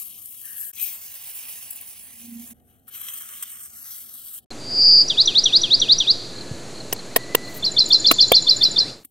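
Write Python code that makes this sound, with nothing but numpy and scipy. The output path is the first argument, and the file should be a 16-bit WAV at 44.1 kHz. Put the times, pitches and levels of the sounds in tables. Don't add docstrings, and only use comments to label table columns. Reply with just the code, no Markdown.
import sys
import numpy as np
from scipy import signal
from scipy.fft import rfft, irfft
from scipy.io import wavfile
from scipy.ndimage import uniform_filter1d, map_coordinates

SR = 44100
rng = np.random.default_rng(int(sys.argv[2]) if len(sys.argv) > 2 else 0)


def magnitude_from_level(level_db):
    exponent = np.asarray(level_db, float) / 20
    return 10 ** exponent


def master(y):
    cut = np.clip(np.atleast_2d(y).T, -1, 1)
    pcm = np.round(cut * 32767)
    wavfile.write(sys.argv[1], SR, pcm.astype(np.int16))


N = 401310
T = np.arange(N) / SR
HZ = np.fft.rfftfreq(N, 1 / SR)
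SIDES = np.array([[.5], [-.5]])

# frequency in Hz, density in dB per Hz.
YARD_COLOUR = [(15, -45.5), (25, -11.5), (81, 4), (170, -4), (248, 2), (292, -6.5), (345, -8), (637, -14),
               (763, -6.5), (900, -27), (1170, -46), (1980, -120)]
# frequency in Hz, density in dB per Hz.
GARDEN_COLOUR = [(15, -27.5), (25, -4), (38, -19.5), (114, -4), (181, -4), (324, -1.5), (692, -8.5),
                 (766, -12), (1040, -15.5), (3250, -21), (4300, -16), (5260, -22.5), (7130, -18),
                 (8300, -24.5), (10700, -28.5), (13900, -63.5), (22000, -120)]
# time in seconds, level
# in dB.
INSECT_CHOIR = [(4.51, -56.5), (4.86, -32.5), (6.89, -40.5), (7.46, -39.5), (8.2, -23), (8.75, -40),
                (9.03, -61)]
# last pulse in seconds, number of pulses, level in dB.
CRICKET_CHIRPS = [(4.51, 1, -33), (6.4093, 3, -32), (6.8037, 3, -33), (6.99, 2, -33.5), (7.233, 2, -36.5),
                  (7.4759, 3, -33.5)]
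# start in seconds, length in seconds, pitch in Hz, level in dB.
HELD_WHISTLES = [(7.17, .125, 1950, -48), (7.29, .06, 2010, -48), (7.36, .19, 1980, -46.5),
                 (7.555, .055, 1980, -50), (6.33, .29, 1700, -54.5), (7.925, .016, 1000, -45),
                 (8.162, .016, 1000, -47), (8.455, .016, 1000, -46), (8.778, .016, 950, -45)]
# start in seconds, length in seconds, top pitch in Hz, level in dB.
RISING_WHISTLES = [(7.055, .08, 2400, -53), (7.675, .08, 2350, -50), (7.982, .08, 2380, -51),
                   (8.28, .078, 2350, -52), (8.555, .123, 3300, -46.5), (8.795, .118, 3300, -48.5)]
# time in seconds, level in dB, centre pitch in Hz.
BIRD_BUZZ = [
    (4.585, -49, 4720),
    (4.804, -14.5, 4700),
    (4.897, -10, 4736),
    (5.017, -11, 4734),
    (5.049, -37, 4750),
]
# time in milliseconds, pitch in Hz, level in dB.
SWOOP_NOTES = [
    [(-8, 5250, -36), (-.5, 5760, -16), (4, 5910, -18.5), (8, 5980, -31)],
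    [(12.5, 4300, -30), (14.5, 4040, -15.5), (19, 3640, -10), (25, 3350, -14), (30, 3230, -18),
     (35, 3150, -22), (45, 2860, -35), (58, 2540, -38), (74, 2420, -43)],
    [(74, 2420, -43), (83, 2720, -37), (88, 3180, -27), (93, 3420, -18), (103, 3730, -10.5),
     (113, 3930, -12.5), (119, 4130, -8.5), (129, 4620, -7), (137, 4990, -11.5), (140.5, 5100, -32)],
]
# time in milliseconds, pitch in Hz, level in dB.
CHIP_NOTES = [
    [(-13, 3300, -38), (-8, 3540, -19), (-3, 3620, -14), (1, 3500, -12), (6, 2880, -36)],
    [(3.5, 4050, -30), (6, 4180, -15), (12, 4440, -10.5), (19, 4830, -6.5), (22.5, 5350, -15),
     (25, 5650, -21), (30, 5800, -30)],
    [(24, 4550, -30), (28, 4280, -12), (32, 4170, -7.5), (39, 4060, -10), (44, 3970, -18), (50, 3970, -16),
     (57, 4040, -19), (63, 4060, -36)],
    [(81, 7170, -40), (85, 7110, -26), (89, 7060, -21), (92, 6900, -25), (95, 6680, -42)],
]
# start in seconds, pace as a factor, effort in dB,
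# gain from note to note in dB, lateness of the last note in milliseconds.
FIRST_TRILL = [(5.085, 0.99, -4.5, 1.5, .4), (5.26, 0.99, 0.1, -0.1, 1.4), (5.442, .99, 2.5, -1.5, -3.5),
               (5.619, 0.99, -2, 0.5, -1.5), (5.802, 0.98, -1, 0.65, -2.5), (5.987, .99, 1.5, -2, -5)]
# seconds, factor, dB, dB, milliseconds.
SECOND_TRILL = [(7.6345, 1, -9.5, 1.6, -3), (7.7752, 0.98, -1, 0.44, 1.5), (7.9146, 1.01, 0.5, -0.11, -.4),
                (8.055, 1, 1.6, -0.93, -.3), (8.1953, 1.02, 2.5, -1.15, -1.6),
                (8.3363, 1.006, 1.8, -0.75, 0), (8.478, 1.04, -0.4, -0.17, -0.5),
                (8.6208, 1.04, 0.2, -1.3, 3.5), (8.7711, 1.07, -2, -0.86, -1)]
# time in seconds, fine grit level in dB.
STROKE_PRESSURE = [
    [(0.0, -37.5), (0.116, -44.5), (0.41, -43), (0.46, -40), (0.664, -37), (0.716, -45)],
    [(0.73, -53.5), (0.83, -29), (0.986, -40), (1.216, -41.5), (1.302, -37.5), (1.804, -42), (2.212, -47.5),
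     (2.518, -44.5), (2.533, -54)],
    [(2.87, -66.5), (2.96, -40.5), (3.337, -41), (3.649, -42.5), (3.691, -50), (3.905, -37.5), (4.061, -43),
     (4.389, -40), (4.41, -68)],
]
# coarse crunch in dB, blade body in dB (both relative to fine grit),
# drift of both along the stroke in dB, left minus right at the start in dB, the same at the end in dB.
STROKE_BALANCE = [
    (-10.5, -30.5, -3.5, 6.6, 5),
    (-7.5, -23.5, -2.5, 11.3, -2.5),
    (-6.5, -17, -9, 2.6, 2),
]
STROKE_BRIGHTEN = [0.19, 0.4, 0.14]
# frequency in Hz, density in dB per Hz.
STROKE_GRIT = [
    [(530, -40), (900, -25), (991, -28), (1200, -16), (1410, -29), (1770, -24), (2090, -26.5), (3070, -9),
     (4980, -20), (5890, -20.5), (10900, -3.5), (11800, -1.5), (16000, -10.5)],
    [(530, -29), (900, -27.5), (1460, -30.5), (1600, -26), (2330, -19.5), (3040, -17.5), (3910, -21),
     (6640, -11), (11000, -4), (12000, -2.5), (13800, -5), (15100, -1.5), (16000, -10.5)],
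    [(530, -30), (900, -31.5), (1230, -15.5), (2500, -17), (3150, -7), (3770, -13.5), (5350, -18),
     (5890, -12), (6890, -15.5), (8250, -5.5), (10400, -7.5), (12000, -0.5), (16000, -10)],
]
# frequency in Hz, width in Hz, boost in dB.
PORT_PEAKS = [(8440, 1600, 2.5), (11980, 610, 7.5), (15400, 870, 7)]
# frequency in Hz, side minus mid in dB.
GRIT_WIDTH = [(60, -7), (110, -9), (200, -9), (380, -4), (700, 3.5), (1290, 4.5), (2380, -2.5),
              (4400, -2.5), (8120, 4.5), (15000, -1.5)]
# frequency in Hz, share to the left as a fraction.
GRIT_LEAN = [(100, 0.01), (300, -0.38), (1000, 0.012), (2400, -0.32), (4400, 0.01), (8000, -0.022),
             (12000, 0.67), (15000, 0.67)]
# from in Hz, to in Hz, peak in seconds,
# width in seconds, level in dB.
BLADE_TILTS = [(11300, 12700, 0.83, .035, 3.5), (8850, 11800, 1.84, 0.38, 0), (2930, 3450, 3.08, .2, -3),
               (2120, 2900, 0.805, 0.051, 5), (2180, 3330, 1.56, .45, -8), (8000, 9000, 3.55, .15, -0.5)]
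# from in seconds, to in seconds, level in dB.
BLADE_RESTS = [
    (2.543, 2.878, -69.5),
    (4.406, 4.445, -62),
]
# peak in seconds, fine grit in dB, rise in seconds, fall in seconds.
KNIFE_RUBS = [(6.602, -70, .15, .05), (6.915, -65, .02, .01), (7.15, -68, .06, .01),
              (7.34, -67.5, .05, .01), (7.5, -57.5, .12, .1), (7.545, -49, .012, 0.11),
              (7.576, -49.5, 0.066, 0.02), (7.655, -54.5, .03, .07), (7.893, -43.5, .02, .025),
              (8.104, -62.5, 0.057, .01), (8.31, -60, .035, 0.009), (8.5, -56, 0.1, 0.23),
              (8.63, -48, 0.017, 0.084), (8.675, -60, .1, .02), (9.045, -64.5, 0.2, 0.11)]
# time in seconds, peak in dB, crunch in relative dB.
PEBBLE_SNAPS = [(0.2578, -26, -29), (0.2748, -32, -23), (0.347, -33.5, -18), (0.415, -27.5, -22),
                (0.5317, -37.5, -13), (0.7633, -32.5, -20), (0.7796, -36, -14), (0.798, -25.5, -12),
                (0.8185, -26, -16), (0.612, -26, -25), (0.837, -19.5, -23), (1.068, -35.5, -20),
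                (1.243, -37, -17), (1.2933, -31.5, -21), (1.722, -30, -30), (1.731, -31, -30),
                (1.766, -30, -32), (1.821, -32, -30), (1.89, -34, -23), (3.21, -31, -20), (3.527, -35, -22),
                (1.759, -25, -43), (1.811, -24.5, -37), (2.6, -59, -8), (2.795, -52, -19),
                (2.9238, -34, -36), (3.014, -31.5, -14), (3.0854, -33.5, -1), (3.3438, -42, -14),
                (3.3752, -42, -19), (3.8277, -27, -26.5), (3.907, -26, -27.5), (4.14, -30, -30),
                (4.3086, -43, -19), (7.4806, -43, -23), (7.6453, -46, -20), (7.8914, -37, -20),
                (8.4856, -44, -8), (8.5226, -44.5, -17), (8.5954, -47, -20)]
# start in seconds, grit in dB, crunch in relative dB, body in relative dB,
# length in milliseconds.
CRUMBLING_CLODS = [(.6, -34.5, -25, -32, 22), (0.734, -40.5, -12, -26, 6.6), (.765, -53.5, 7.5, -13, 125),
                   (1.706, -30.5, -33, -35, 9.2), (2.879, -49, -17, -15, 22), (3.135, -38, -12, -20, 11),
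                   (3.425, -30, -10.5, -16.5, 16)]
# start in seconds, length in milliseconds, pitch in Hz, level in dB.
STEEL_SQUEAKS = [(7.567, 14, 15300, -38), (7.558, 24, 12500, -43), (7.578, 12, 11350, -44),
                 (8.625, 30, 13800, -48.5), (8.63, 25, 11350, -53), (8.645, 18, 15450, -53)]
# time in seconds, extra path
SAND_BOUNCE = [(.7, 4.7), (.8, 2.95), (1.4, 2.53), (2.5, 3.2), (3.5, 3.98), (4.4, 8.1)]
# time in seconds, grit peak in dB, thud in relative dB,
# shatter length in milliseconds, crunch in relative dB.
KNIFE_TAPS = [
    (6.927, -8, -13.5, 11, -5),
    (7.1613, -2, -6.5, 13, 0),
    (7.3488, 0, -5, 6.7, 0.5),
    (8.1125, 0, -7, 14, 3),
    (8.318, -2, -2, 6.8, -4),
    (9.0472, -27, -26, 12, -12),
]
# frequency in Hz, width in Hz, level in dB.
TAP_RINGS = [
    [(416, 110, 0), (715, 140, -2), (970, 110, -4.5), (1880, 120, -8), (2940, 270, 3), (5200, 220, -2),
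     (5950, 430, 4.5)],
    [(270, 90, -9.5), (453, 99, 0.5), (674, 81, -3), (1040, 88, -8), (1843, 120, -3), (2610, 150, -8),
     (3240, 150, -8.5), (4930, 180, -9)],
    [(448, 170, -1), (1000, 130, -6.5), (1410, 210, -15), (1874, 200, -11), (2785, 130, -10),
     (3070, 140, -9), (3750, 160, -17), (5200, 200, -22.5)],
    [(295, 110, -2.5), (446, 67, -9), (664, 80, -7), (1132, 130, -1.5), (1288, 150, -2.5),
     (2220, 270, -4.5), (2740, 390, 3.5)],
    [(520, 170, 2.5), (675, 88, -5.5), (1060, 130, -11), (1694, 90, -17.5), (2300, 130, -8),
     (2684, 200, -8.5), (3210, 88, -5)],
    [(280, 51, 5), (1250, 150, -4.5), (1800, 150, -11), (3700, 120, -5)],
]
# frequency in Hz, left minus right in dB.
TAP_RING_PAN = [(400, -3.5), (700, 0), (1000, -6.5), (1400, -8), (1900, -.5), (6000, -0.5)]


def unit(x):
    return x / np.sqrt(np.mean(x ** 2))


def on_hz(points):
    hz, value = np.transpose(points)
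    return np.interp(np.log(HZ + 1), np.log(hz), value)


def band(x, lo_hz, hi_hz):
    return signal.sosfilt(signal.butter(3, [lo_hz, min(hi_hz, SR * .45)], "band", fs=SR, output="sos"), x)


def walk(rate):
    k = int(SR / rate)
    held = np.repeat(rng.standard_normal(N // k + 1), k)
    return 1.276 * uniform_filter1d(uniform_filter1d(held, k), k)[:N]


def gain(s, db):
    return magnitude_from_level(np.interp(T, s, db, -200, -200))


def add(out, s, x):
    i = int(s * SR)
    out[..., i:i + x.shape[-1]] += x[..., :N - i]


def whistle(out, s, hz, db):
    t = np.arange(s[0], s[-1], 1 / SR)
    ends = np.clip(np.minimum(t - s[0], s[-1] - t) / .0015, 0, 1)
    phase = 2 * np.pi * np.cumsum(np.interp(t, s, hz)) / SR
    add(out, s[0], np.sqrt(2) * ends * magnitude_from_level(np.interp(t, s, db)) * np.sin(phase))


def dove():
    coo_hz, peak_s, peak_db = 234, 2.372, -37
    out = np.zeros(N)
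    span = np.linspace(-.24, .11, num=12)
    fall_5db_s = np.where(span < 0, .085, .045)
    wavering = coo_hz + 3 * rng.standard_normal(12)
    whistle(out, peak_s + span, wavering, peak_db - 5 * np.abs(span / fall_5db_s) ** 1.83)
    whistle(out, [2.484, 2.528, 2.54], [coo_hz] * 3, -45 + np.array([-17, 0, -12]))
    throb = 1 + 0.36 * np.cos(2 * np.pi * 26 * (T - 2.366))
    return out * throb * magnitude_from_level(np.array([[-2.], [1.6]]))


def yard():
    mid, side = irfft(rfft(rng.standard_normal((2, N))) * magnitude_from_level(on_hz(YARD_COLOUR)), N)
    rumble_db = 5 * np.exp(-((T - 2.5) / 0.51) ** 2)
    air = np.array([mid + 0.43 * side, mid - 0.67 * side]) / mid.std()
    air = magnitude_from_level(-66 + rumble_db + 1.1 * walk(14)) * air
    air = air * ((T < .716) | (T > .73)) * ((T < 4.46) + .3 * (T > 6.4))
    shrill = unit(band(rng.standard_normal(N), 1580, 1880))
    insect = gain((0.41, 0.453, .716), -54 + np.array([-25, 0, -6])) * shrill
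    return air + dove() + insect


def tree_echo():
    t60_s = 0.83
    t, (far, near) = T[:SR], rng.standard_normal((2, SR))
    haze = far * magnitude_from_level(-60 * t / t60_s) * (t > .012)
    ground = near * np.exp(-t / 0.025) * (t > .002)
    trees = magnitude_from_level(-15.5) * haze / np.linalg.norm(haze) + magnitude_from_level(-18) * ground / np.linalg.norm(ground)
    trees[int(0.01 * SR)] += magnitude_from_level(-15.5)
    return trees


def bird_buzz():
    rate_hz, swing_hz = 160, 206
    s, db, hz = np.transpose(BIRD_BUZZ)
    wobble = np.sin(2 * np.pi * np.cumsum(rate_hz * (1 + .075 * walk(45))) / SR)
    centre = np.interp(T, s, hz) + 22 * walk(25) + 30 * walk(250)
    effort = np.interp(T, s, np.clip(1.2 + db / 70, .62, 1))
    pitch = centre + swing_hz * wobble * (1 + .1 * walk(90)) * effort
    level = np.sqrt(2) * gain(s, db) * magnitude_from_level(2.2 * wobble + 0.41 * walk(200))
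    buzz = level * np.sin(2 * np.pi * np.cumsum(pitch) / SR)
    return signal.sosfiltfilt(signal.butter(2, [3900, 5700], "band", fs=SR, output="sos"), buzz)


def songbird():
    song_ends_s = 8.85
    song = bird_buzz()
    for notes, syllables in ((SWOOP_NOTES, FIRST_TRILL), (CHIP_NOTES, SECOND_TRILL)):
        for start, pace, effort_db, step_db, late_ms in syllables:
            for k, note in enumerate(notes):
                ms, hz, db = np.transpose(note)
                if start + ms[0] / 1000 >= song_ends_s:
                    continue
                s = start + (pace * ms + late_ms * (note is notes[-1])) / 1000
                detune = 1 + .004 * rng.standard_normal()
                level_db = db + effort_db + k * step_db + .9 * rng.standard_normal(len(db))
                whistle(song, s, hz * detune, level_db)
    to_trees = magnitude_from_level(1.5) * band(song, 3300, 12000) + .5 * band(song, 5000, 6300)
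    return band(song + signal.fftconvolve(to_trees, tree_echo())[:N], 1500, 9000)


def garden_air():
    low, high = rng.standard_normal((2, N))
    air = unit(irfft(rfft(low) * magnitude_from_level(on_hz(GARDEN_COLOUR)) * (HZ < 10750), N)) * magnitude_from_level(0.86 * walk(2.557))
    top = (HZ > 11400) * (HZ < 13600) * magnitude_from_level(-(HZ - 11400) / 250)
    air = air + magnitude_from_level(-29.0) * unit(irfft(rfft(high) * top, N))
    hum = magnitude_from_level(-10) * np.sin(2 * np.pi * np.cumsum(120 + 6 * walk(30)) / SR)
    return magnitude_from_level(-37.5) * (air + hum)


def insects():
    low, high = rng.standard_normal((2, N))
    when, choir_db = np.transpose(INSECT_CHOIR)
    out = gain(when, choir_db - 10.0) * unit(band(low, 4000, 4550))
    out += gain(when, choir_db - 17.5) * unit(band(high, 6050, 7320))
    gap_s, slowing_s, growth_db = .0275, .0025, 2.3
    for last, pulses, db in CRICKET_CHIRPS:
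        for k in range(pulses):
            at = last - k * (gap_s - (k - 1) * slowing_s)
            pulse_db = db - k * growth_db + np.array([-5, -2.5, -18])
            whistle(out, at + np.array([-.002, .006, .019]), [4540, 4120, 4050], pulse_db)
    return out


def far_whistlers():
    out, u = np.zeros(N), np.linspace(0, 1, num=13)
    for s, length, hz, db in HELD_WHISTLES:
        pitch = hz * (1 + 0.0093 * rng.standard_normal(13))
        whistle(out, s + length * u, pitch, db + 1.5 - 6 * u ** 6 + 2.5 * rng.standard_normal(13))
    from_hz, bend = 1590, 2.3
    for s, length, hz, db in RISING_WHISTLES:
        pitch = from_hz + (hz - from_hz) * u ** bend
        shape_db = np.interp(u, [0, .82, 1], [-5, 0, -1.5])
        whistle(out, s + length * u, pitch, db + shape_db + 3 * rng.standard_normal(13))
    return out


def gust_offset():
    lurch_s, sway_hz = 4.86, 5.65
    laid = np.interp(T, [4.505, 4.512, 8.7, 9.03], [0, 1, 1, 0])
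    lurch = np.exp(-np.abs((T - lurch_s) / np.where(T < lurch_s, .04, .16)) ** 1.5)
    sway = np.interp(T, (5.1, 5.3, 6.05, 6.3), [0, 1, 1, 0]) * np.cos(2 * np.pi * sway_hz * (T - 5.63))
    return .014 * laid + .035 * lurch + .019 * sway


def garden():
    fade = gain([4.505, 8.9, 9.035], [0, 0, -19.5])
    out = garden_air() + insects() + far_whistlers() + songbird()
    whistle(out, [6.508, 6.514, 6.53, 6.56], [190, 142, 93.6, 70], [-63, -19.5, -41, -43])
    return fade * out + gust_offset()


def grit(colour):
    grains = rng.standard_normal((2, N)) * magnitude_from_level(1.5 * rng.exponential(size=N) + 1.2 * walk(160))
    ports_db = sum(db / (1 + (2 * (HZ - hz) / width) ** 2) for hz, width, db in PORT_PEAKS)
    same, other = rfft(grains) * magnitude_from_level(on_hz(colour) + ports_db)
    lean = np.clip(on_hz(GRIT_LEAN), -.8, .8)
    out_of_step = .7j * same + 0.43 * other
    return same, magnitude_from_level(on_hz(GRIT_WIDTH)) * (lean * same + np.sqrt(1 - lean ** 2) * out_of_step)


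def layer(spectra, lo_hz, hi_hz, patchy_db):
    mid, side = (irfft(s * (HZ >= lo_hz) * (HZ < hi_hz), N) for s in spectra)
    return np.array([mid + side, mid - side]) / np.sqrt(np.mean(mid ** 2)) * magnitude_from_level(patchy_db * walk(29.94))


def strokes():
    out = np.zeros((2, N))
    pan_settle = 0.1
    edge_on = 0.54
    for table, balance, colour, brighten in zip(STROKE_PRESSURE, STROKE_BALANCE, STROKE_GRIT, STROKE_BRIGHTEN):
        coarse_db, body_db, drift_db, from_db, to_db = balance
        s, press_db = np.transpose(table)
        along = np.clip((T - s[0]) / (s[-1] - s[0]), 0, 1)
        dull = magnitude_from_level(drift_db * along - brighten * (np.interp(T, s, press_db) + 41.5))
        pan_db = to_db + (from_db - to_db) / (1 + (along / pan_settle) ** 4)
        sand = grit(colour)
        fine = layer(sand, 6500, 15800, patchy_db=1.1)
        coarse = layer(sand, 2000, 6500, patchy_db=1)
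        body = layer(sand, 450, 2000, patchy_db=1)
        for lo_hz, hi_hz, at, width, db in BLADE_TILTS:
            if s[0] < at < s[-1]:
                beam = magnitude_from_level(db) * np.exp(-((T - at) / width) ** 2)
                fine = fine + beam * band(fine, lo_hz, hi_hz)
                coarse = coarse + beam * band(coarse, lo_hz, hi_hz)
        body_gain = magnitude_from_level(body_db - edge_on * (pan_db - to_db))
        crunch = dull * (magnitude_from_level(coarse_db) * coarse + body_gain * body)
        out += gain(s, press_db) * (fine * magnitude_from_level(SIDES * (pan_db - 5.0)) + crunch)
    return out, fine, coarse, body


def squeaks():
    out = np.zeros((2, N))
    for s, ms, hz, db in STEEL_SQUEAKS:
        steel = unit(band(rng.standard_normal(2000), hz - 180, hz + 180))[:int(ms * SR / 1000)]
        add(out, s, magnitude_from_level(db) * steel * np.hanning(len(steel)))
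    return out


def cutting():
    out, fine, coarse, body = strokes()
    for start, end, db in BLADE_RESTS:
        soft_grit = fine + magnitude_from_level(-9) * coarse + magnitude_from_level(-15) * body
        out += gain([start, end], [db, db]) * magnitude_from_level(2.8 * walk(25.16)) * soft_grit
    for s, db, rise, fall in KNIFE_RUBS:
        swell = gain([s - rise, s, s + fall], [db - 34.5, db, db - 34.5])
        out += swell * (magnitude_from_level(3.5) * fine + magnitude_from_level(-11.0) * coarse)
    t = T[:500]
    puff = np.exp(-t / 0.0082) * np.minimum(t / 0.0017, 1) * (1 - t / T[500])
    for s, db, coarse_db in PEBBLE_SNAPS:
        i = int(s * SR)
        crunch = magnitude_from_level(coarse_db + 7.5) * (coarse + magnitude_from_level(-17) * body)[:, i:i + 500]
        add(out, s - .001, magnitude_from_level(db - 6.0) * puff * (fine[:, i:i + 500] + crunch))
    for s, db, coarse_db, body_db, ms in CRUMBLING_CLODS:
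        i, k = int(s * SR), int(ms * SR / 1000)
        crumble = np.sqrt(np.sin(np.pi * np.sqrt(np.arange(k) / k)).clip(0))
        lump = fine + magnitude_from_level(coarse_db) * coarse + magnitude_from_level(body_db) * body
        add(out, s, magnitude_from_level(db) * crumble * lump[:, i:i + k])
    return out + squeaks()


def bounce(x):
    late = np.arange(N) - SR * np.interp(T, *np.transpose(SAND_BOUNCE)) / (343 * 100)
    dull = signal.sosfiltfilt(signal.butter(2, 8000, fs=SR, output="sos"), x)
    echo = np.array([map_coordinates(port, [late], order=1) for port in dull])
    return x + np.clip(.52 + .15 * walk(25), 0, 1) * echo


def patches(x):
    hz, s, z = signal.stft(x, SR, nperseg=1024)
    cells = (len(hz) // 3 + 1, len(s) // 4 + 1)

    def spread(values):
        return np.kron(values, np.ones((3, 4)))[:len(hz), :len(s)]

    notch_hz = 343 * 100 / 2 / np.interp(s, *np.transpose(SAND_BOUNCE))
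    octaves_off = np.log2((hz[:, None] + 1) / notch_hz)
    gap_share = .03 + .22 * np.exp(-(octaves_off / .2) ** 2)
    gap_share += .3 * np.outer((hz > 950) & (hz < 1700), s < .45)
    db = 2.2 * spread(rng.standard_normal(cells)) - 40 * (spread(rng.random(cells)) < gap_share)
    db = db * np.where(hz < 7800, 1, .3)[:, None] * (s < 4.45)
    tilt = uniform_filter1d(uniform_filter1d(rng.standard_normal(db.shape), size=30, axis=0), size=24, axis=1)
    db += 1.6 * unit(tilt) * np.outer(hz > 7000, s < 4.45)
    return signal.istft(z * magnitude_from_level(db), SR, nperseg=1024)[1][:, :N]


def tap_ring(out, tap, modes):
    s, db, thud_db, _, _ = tap
    left_lead_s, lead_top_hz = 0.00026, 810
    t = np.arange(6000) / SR
    for (hz, width, mode_db), (start, apart) in zip(modes, rng.standard_normal((len(modes), 2))):
        pan_db = np.interp(hz, *np.transpose(TAP_RING_PAN))
        lead = 2 * np.pi * min(hz, lead_top_hz) * left_lead_s + .65 * apart
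        ring = np.sin(2 * np.pi * hz * t + .7 * start + lead * SIDES)
        swell = (1 - np.exp(-t / .0013)) ** 2 * np.exp(-np.pi * width * t)
        add(out, s - .0006, magnitude_from_level(db + thud_db + mode_db + SIDES * pan_db) * ring * swell / swell.max())


def tap_shatter(out, tap):
    s, db, _, ms, crunch_db = tap
    t = np.arange(6000) / SR
    grains = np.repeat(magnitude_from_level(2.2 * rng.exponential(size=len(t) // 20)), 20)
    noise = unit(rng.standard_normal((3, len(t))) * grains)
    decay = np.exp(-t / 0.0071) / (1 + (t / ms * 1000) ** 8) + magnitude_from_level(-37) * np.exp(-t / 0.014)
    shatter = np.minimum(t / 0.0017, 1) * decay
    lower = band(noise[[0, 2]] * shatter, 7650, 10900) * np.array([[.45], [-.8]])
    finest = band(noise[1:] * shatter, 11150, 15700) * np.array([[1.45], [.85]])
    crunch = magnitude_from_level(crunch_db) * band(noise[:2] * shatter * np.exp(-t / 0.016), 1500, 3900)
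    crunch += magnitude_from_level(crunch_db - 5.5) * band(noise[1:] * shatter * np.exp(-t / .012), 3900, 7600)
    soft_grit = noise[:2, -300:] * np.linspace(0, 1, num=300) ** 2
    add(out, s - 300 / SR, magnitude_from_level(db - 16.5) * band(soft_grit, 900, 5200))
    add(out, s, magnitude_from_level(db - 1.9) * (lower + finest + crunch))


def taps():
    out = np.zeros((2, N))
    for tap, modes in zip(KNIFE_TAPS, TAP_RINGS):
        tap_ring(out, tap, modes)
        tap_shatter(out, tap)
    return out


def scene():
    return yard() + garden() + patches(bounce(cutting())) + taps()


def top_cut(x):
    return signal.sosfilt(signal.butter(12, 16240, fs=SR, output="sos"), x)


def record(dry):
    top = signal.ellip(8, .1, 60, 16300, fs=SR, output="sos")
    mix = np.clip(signal.sosfiltfilt(top, np.clip(dry, -1, 1)), -1, 1)
    return top_cut(mix)


dry = scene()
out = record(dry)
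master(out)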